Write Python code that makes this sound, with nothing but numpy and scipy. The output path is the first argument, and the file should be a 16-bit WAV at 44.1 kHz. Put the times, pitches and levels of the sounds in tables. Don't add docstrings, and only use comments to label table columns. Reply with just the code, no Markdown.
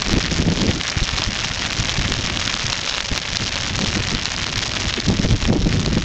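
import sys
import numpy as np
from scipy import signal
from scipy.fft import rfft, irfft
from scipy.io import wavfile
from scipy.ndimage import uniform_filter1d

SR = 44100
rng = np.random.default_rng(int(sys.argv[2]) if len(sys.argv) > 2 else 0)


def natural_amplitude(level_db):
    exponent = np.asarray(level_db, float) / 20
    return 10 ** exponent


def to_wav(sig):
    pcm = np.clip(np.atleast_2d(sig), -1, 1) * 32767
    pcm = np.round(pcm).astype(np.int16)
    wavfile.write(sys.argv[1], SR, pcm.T)


N = 266716

# start_s, peak_db, ring_hz
LARGE_DROPS = [(0.0209, -3.5, 4020), (0.0634, -8, 3170), (0.1415, -8, 3360), (0.617, -5.5, 3550),
               (0.7128, -4.5, 2830), (0.8122, -6.5, 3180), (1.091, -4, 3180), (1.22, -5, 3070),
               (1.2396, -4.5, 4770), (1.4464, -6, 2970), (2.1397, -4.5, 4100), (2.5415, -1.5, 3270),
               (2.5659, -5, 2600), (2.9814, -2.5, 2740), (3.0054, 0, 3030), (3.1615, -7, 2950),
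               (3.3325, -9, 4160), (3.5679, -7.5, 2550), (3.7909, -3, 3190), (3.8602, -7, 2850),
               (4.1495, -5.5, 3960), (4.256, -2, 4350), (4.2675, -8, 3100), (4.4422, -5.5, 2960),
               (4.4674, -5, 3700), (4.9396, -4, 3750), (5.3101, -5, 3060), (5.4535, -3.5, 2470),
               (5.7268, -7, 2330), (5.8617, -4, 3800)]
# start_s, peak_db, ring_hz, overload_db
OVERLOAD_DROPS = [(0.1317, -3, 3790, -16.5), (1.1858, -5, 3100, -25.5), (1.731, -6.5, 2940, -19.5),
                  (1.8563, -11, 3720, -45), (1.8943, -4, 3140, -24), (2.121, 0.5, 3430, -27.5),
                  (2.373, -5.5, 3420, -30), (2.4773, -6, 4020, -25), (2.7299, -0.5, 3660, -22.5),
                  (2.8965, -6, 4230, -37.5), (3.1774, -2, 4300, -15), (3.37, -1.5, 4750, -27),
                  (4.5807, -8.5, 4200, -16.5), (4.7713, -7, 2590, -36), (5.0023, -5, 3970, -29)]


def near_drops():
    drops = [*LARGE_DROPS, *[row[:-1] for row in OVERLOAD_DROPS], *middling_drops()]
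    out = np.zeros(N + 400)
    luck = rng.random((len(drops), 7))
    for (start_s, peak_db, ring_hz), chance in zip(drops, luck):
        at = round((start_s - 0.0002) * SR)
        knock_db = 7.0 - 2.5 * chance[6] - 4.4 * (ring_hz / 1000 - 2.5)
        drop = snap(1.017 * ring_hz, knock_db, chance, wet=0.8)
        out[at:at + 400] += natural_amplitude(peak_db + 3.0) * drop[:N + 400 - at]
    return out[:N]


def middling_drops():
    count, top_db, range_db = 220, -8.5, 10.5
    center_hz, spread_octaves = 3190, 0.78
    when, size, tone = rng.random((count, 3)).T
    start_s = 0.005 + when * (N / SR - 0.02)
    rain_db = curve(RAIN_LEVEL, column=1)
    swell_db = rain_db[(start_s * SR).astype(int)] - np.mean(rain_db)
    peak_db = top_db - range_db * size + swell_db
    ring_hz = center_hz * 2 ** (spread_octaves * (2 * tone - 1))
    return np.transpose([start_s, peak_db, ring_hz])


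def snap(hz, knock_db, luck, wet):
    cycles = wet * (4.5 + 7 * luck[0])
    knock = ring(1300 * (0.7 + 0.8 * luck[1]), 3.5)
    tick = ring(5870, 1.96)
    first = ring(hz, cycles) + natural_amplitude(knock_db) * knock + natural_amplitude(-12.0) * tick
    crown = ring(hz * (0.6 + 0.9 * luck[3]), cycles)
    crown_at = round((0.00025 + 0.0006 * luck[2]) * SR)
    droplet = ring(hz * (0.49 + 0.8 * luck[5]), cycles)
    droplet_at = round((0.0008 + 0.002 * luck[4]) * SR)
    sound = first.copy()
    sound[crown_at:] += natural_amplitude(-3 - 10 * luck[3]) * crown[:-crown_at]
    sound[droplet_at:] += natural_amplitude(-6.5 - 13 * luck[5]) * droplet[:-droplet_at]
    return sound / abs(first).max()


def ring(hz, cycles):
    t_s = np.arange(400) / SR
    return -np.sin(2 * np.pi * hz * t_s) * natural_amplitude(-60 * t_s * hz / cycles)


# start_s, level_db
RAIN_LEVEL = [(0.0, -26), (0.57, -27.5), (1.14, -26.5), (2.34, -26), (2.81, -25), (3.1, -27.5), (3.6, -27),
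              (3.79, -25.5), (4.46, -27.5), (4.78, -26.5), (5.42, -29), (5.66, -30.5), (5.79, -28.5),
              (6.05, -29.5)]
# freq_hz, gain_db
MIC_RESPONSE = [(100, -17), (500, -7.5), (1500, -2), (3000, 5), (5500, 8), (6800, 5.5), (7800, -4),
                (8600, -21.5), (9300, -97.5), (22000, -108.5)]


def rain():
    close = natural_amplitude(-1.0) * patter(per_s=260, spread_db=6.0, most=1.35)
    farther = natural_amplitude(-6.5) * patter(per_s=1800, spread_db=7.5, most=4.6)
    bed = causal(close + farther, MIC_RESPONSE) + far_hiss()
    level_db = curve(RAIN_LEVEL, column=1) + 0.56 * wobble(0.063)
    return natural_amplitude(level_db) * bed + causal(near_drops(), MIC_RESPONSE)


def patter(per_s, spread_db, most):
    count = 18
    rate_per_s = per_s * natural_amplitude(2.6 * wobble(0.008))
    size = natural_amplitude(spread_db * np.minimum(rng.exponential(1, N), most))
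    hits = size * (rng.random(N) < rate_per_s / SR)
    kind = rng.integers(0, count, N)
    luck = rng.random((count, 7))
    out = np.zeros(N)
    for k, hz in enumerate(np.geomspace(1600, 7400, count)):
        drop = snap(hz, -3.5 - 12 * luck[k, 6], luck[k], wet=0.4)
        out += signal.oaconvolve(hits * (kind == k), drop)[:N]
    return evened(out)


# freq_hz, level_db_per_hz
HISS_SPECTRUM = [(88, -33), (150, 2.5), (210, -12), (406, -6), (598, 3.5), (894, -5.5), (1570, -2.5),
                 (1970, -2.5), (2380, -0.5), (3920, -6.5), (5770, -5), (7000, -14), (9100, -34.5),
                 (15400, -120)]


def far_hiss():
    return natural_amplitude(-6.0) * noise(HISS_SPECTRUM, -100) * natural_amplitude(1.07 * wobble(0.013))


# start_s, pop_db, width_ms, flutter_db, gust_s
POP_EDDIES = [(.139, -12, 1.9, -14.5, 0.022), (0.322, -21, 0.93, -18.5, 0.015),
              (.487, -3, 0.82, -15.5, 0.036), (0.695, 0, 1.7, -16, 0.023), (3.968, -14, 1.3, -18, .016),
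              (5.102, -2, 0.58, -14, 0.04), (5.131, -9, 0.74, -24, 0.062), (5.199, -6, 1.5, -16, 0.01),
              (5.251, 3, 1.6, -13, 0.014), (5.499, -10, 0.59, -13, 0.026), (5.527, 1, .6, -13, 0.026),
              (5.671, -9, 0.64, -13, 0.017), (5.878, -5.5, .6, -18.5, 0.021), (5.976, -3, 0.27, -12, 0.013)]


def pops():
    out = np.zeros(N)
    t_ms = np.arange(-300, 300) * 1000 / SR
    for start_s, pop_db, width_ms, _, _ in POP_EDDIES:
        u = abs(t_ms) / max(width_ms, 0.2)
        at = round(start_s * SR) - 300
        out[at:at + 600] -= natural_amplitude(pop_db) * (1 - u) * np.exp(-u) * np.hanning(600)
    return out


# freq_hz, level_db_per_hz
BUFFET_SPECTRUM = [(8.8, -46), (15, 0.5), (44, 3), (80, 2.5), (107, 3.5), (209, -9.5), (300, -16),
                   (390, -16.5), (660, -120)]
# freq_hz, level_db_per_hz
FLUTTER_SPECTRUM = [(80, -29), (160, 4.5), (250, 1), (400, -7), (700, -21), (1400, -45.5), (3000, -58)]
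# freq_hz, level_db_per_hz
RUSTLE_SPECTRUM = [(300, -25), (450, 2), (800, -5), (1300, -17.5), (2500, -39)]


def wind():
    spikes = wobble(0.0043)
    buffet = levelled(noise(BUFFET_SPECTRUM, -69.5), 0.036)
    flutter = levelled(noise(FLUTTER_SPECTRUM, -90) * natural_amplitude(1.5 * spikes), 0.03)
    rustle = levelled(noise(RUSTLE_SPECTRUM, -84.5) * natural_amplitude(4.1 * spikes), 0.048)
    stir = gusting(column=2)
    push = gusting(column=1) * buffet + stir * flutter
    suction = 0.45 * (push ** 2 - uniform_filter1d(push ** 2, 1500))
    return push - suction + natural_amplitude(-3.5) * stir ** 1.71 * rustle


# start_s, buffet_db, flutter_db, length_s
PLAIN_GUSTS = [(0.1, -21.5, -25, 0.048), (0.176, -12, -12, 0.017), (0.25, -30, -25, 0.023),
               (0.409, -28, -19.5, 0.042), (0.526, -22, -14, 0.014), (0.632, -32, -17.5, 0.059),
               (0.76, -29, -23, 0.054), (0.974, -16.5, -32, 0.0093), (1.026, -15, -39, 0.017),
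               (1.202, -30, -25, 0.0097), (1.284, -13, -29, 0.0086), (1.808, -17, -37, 0.023),
               (1.993, -16, -44, 0.016), (2.056, -16.5, -32, 0.012), (2.122, -16, -22.5, 0.017),
               (2.194, -17.5, -22.5, 0.0081), (2.389, -22, -43, 0.012), (3.122, -14, -22.5, 0.01),
               (3.419, -20, -23, 0.023), (3.721, -23, -38, 0.022), (3.823, -39, -20, 0.041),
               (4.004, -19, -28, 0.011), (4.145, -20.5, -24, 0.033), (4.575, -21, -47, 0.018),
               (4.872, -18, -37, 0.011), (4.984, -28, -21.5, 0.021), (5.329, -9, -17, 0.037),
               (5.565, -38, -12.5, 0.019), (5.75, -36, -22, 0.072), (5.932, -24, -19, 0.0099)]
# start_s, strength_db
BREEZE = [(0.0, -29), (0.15, -31), (0.29, -26.5), (0.6, -25.5), (0.77, -33), (1.01, -36.5), (1.16, -27),
          (1.48, -33.5), (2.16, -26.5), (2.54, -30), (2.81, -34.5), (2.96, -35), (3.87, -27.5), (3.99, -26),
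          (4.19, -33), (5.04, -29.5), (5.27, -22.5), (6.05, -23.5)]


def gusting(column):
    t_s = np.arange(0, N, 64) / SR
    pop_gusts = [(start_s, db - 1.5, db, length_s) for start_s, _, _, db, length_s in POP_EDDIES]
    bells = np.zeros(len(t_s))
    for gust in [*PLAIN_GUSTS, *pop_gusts]:
        u = (t_s - gust[0]) / max(gust[3], 0.012)
        bells += natural_amplitude(2 * gust[column]) * np.exp(-np.log(16) * u ** 2)
    breeze_db = curve(BREEZE, column=1)
    if column == 1:
        breeze_db = breeze_db + 2
    else:
        breeze_db = -33.5 + 0.81 * (breeze_db - breeze_db.mean())
    breeze_power = natural_amplitude(2.137 * (breeze_db + 3.5 * wobble(0.015)))
    return np.sqrt(breeze_power + np.interp(np.arange(N) / SR, t_s, bells))


def levelled(x, seconds):
    span = round(seconds * SR)
    power = uniform_filter1d(uniform_filter1d(x ** 2, span), span)
    return x / np.sqrt(power + 0.053)


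def noise(points, beyond_db):
    hz = np.fft.rfftfreq(N, 1 / SR)
    db = np.where(hz > points[-1][0], beyond_db, read(points, hz))
    return evened(irfft(rfft(rng.standard_normal(N)) * natural_amplitude(db), N))


def causal(x, points):
    log_gain = np.log(natural_amplitude(read(points, abs(np.fft.fftfreq(4096, 1 / SR)))))
    taps = np.fft.ifft(np.exp(np.conj(signal.hilbert(log_gain)))).real[:1024]
    return signal.oaconvolve(x, taps)[:N]


def wobble(seconds):
    span = max(round(seconds * SR), 2)
    return evened(uniform_filter1d(uniform_filter1d(rng.standard_normal(N), span), span))


def evened(x):
    return x / np.sqrt(np.mean(x ** 2) + 1e-20)


def read(points, hz):
    f_hz, value = np.transpose(points)
    return np.interp(np.log(hz + 1), np.log(f_hz + 1), value)


def curve(rows, column):
    rows = np.array(rows)
    return np.interp(np.arange(N) / SR, rows[:, 0], rows[:, column])


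def scene():
    return (rain() + wind() + pops())[None]


def roll_off(x):
    return signal.sosfilt(signal.butter(12, 15900, fs=SR, output="sos"), x)


def record(dry):
    peak_db = 20 * np.log10(abs(dry[0]) + 1e-6)
    fall_db = np.arange(N) * 60.0 / SR
    held_db = np.maximum.accumulate(peak_db + fall_db) - fall_db
    over_db = np.maximum(held_db + 6.5, 0)
    ducked = dry / natural_amplitude(0.43 * uniform_filter1d(over_db, 88, origin=43))
    squeezed = 0.68 * np.tanh(ducked / 0.68)
    lowpass = signal.firwin(301, 8800, window=("kaiser", 11), fs=SR)
    out = signal.oaconvolve(squeezed, lowpass[None], "same")
    out *= np.minimum(np.arange(N, 0, -1) / 150, 1)
    for start_s, _, _, overload_db in OVERLOAD_DROPS:
        out[:, round(start_s * SR) + 5] += natural_amplitude(overload_db)
    return roll_off(out)


dry = scene()
out = record(dry)
to_wav(out)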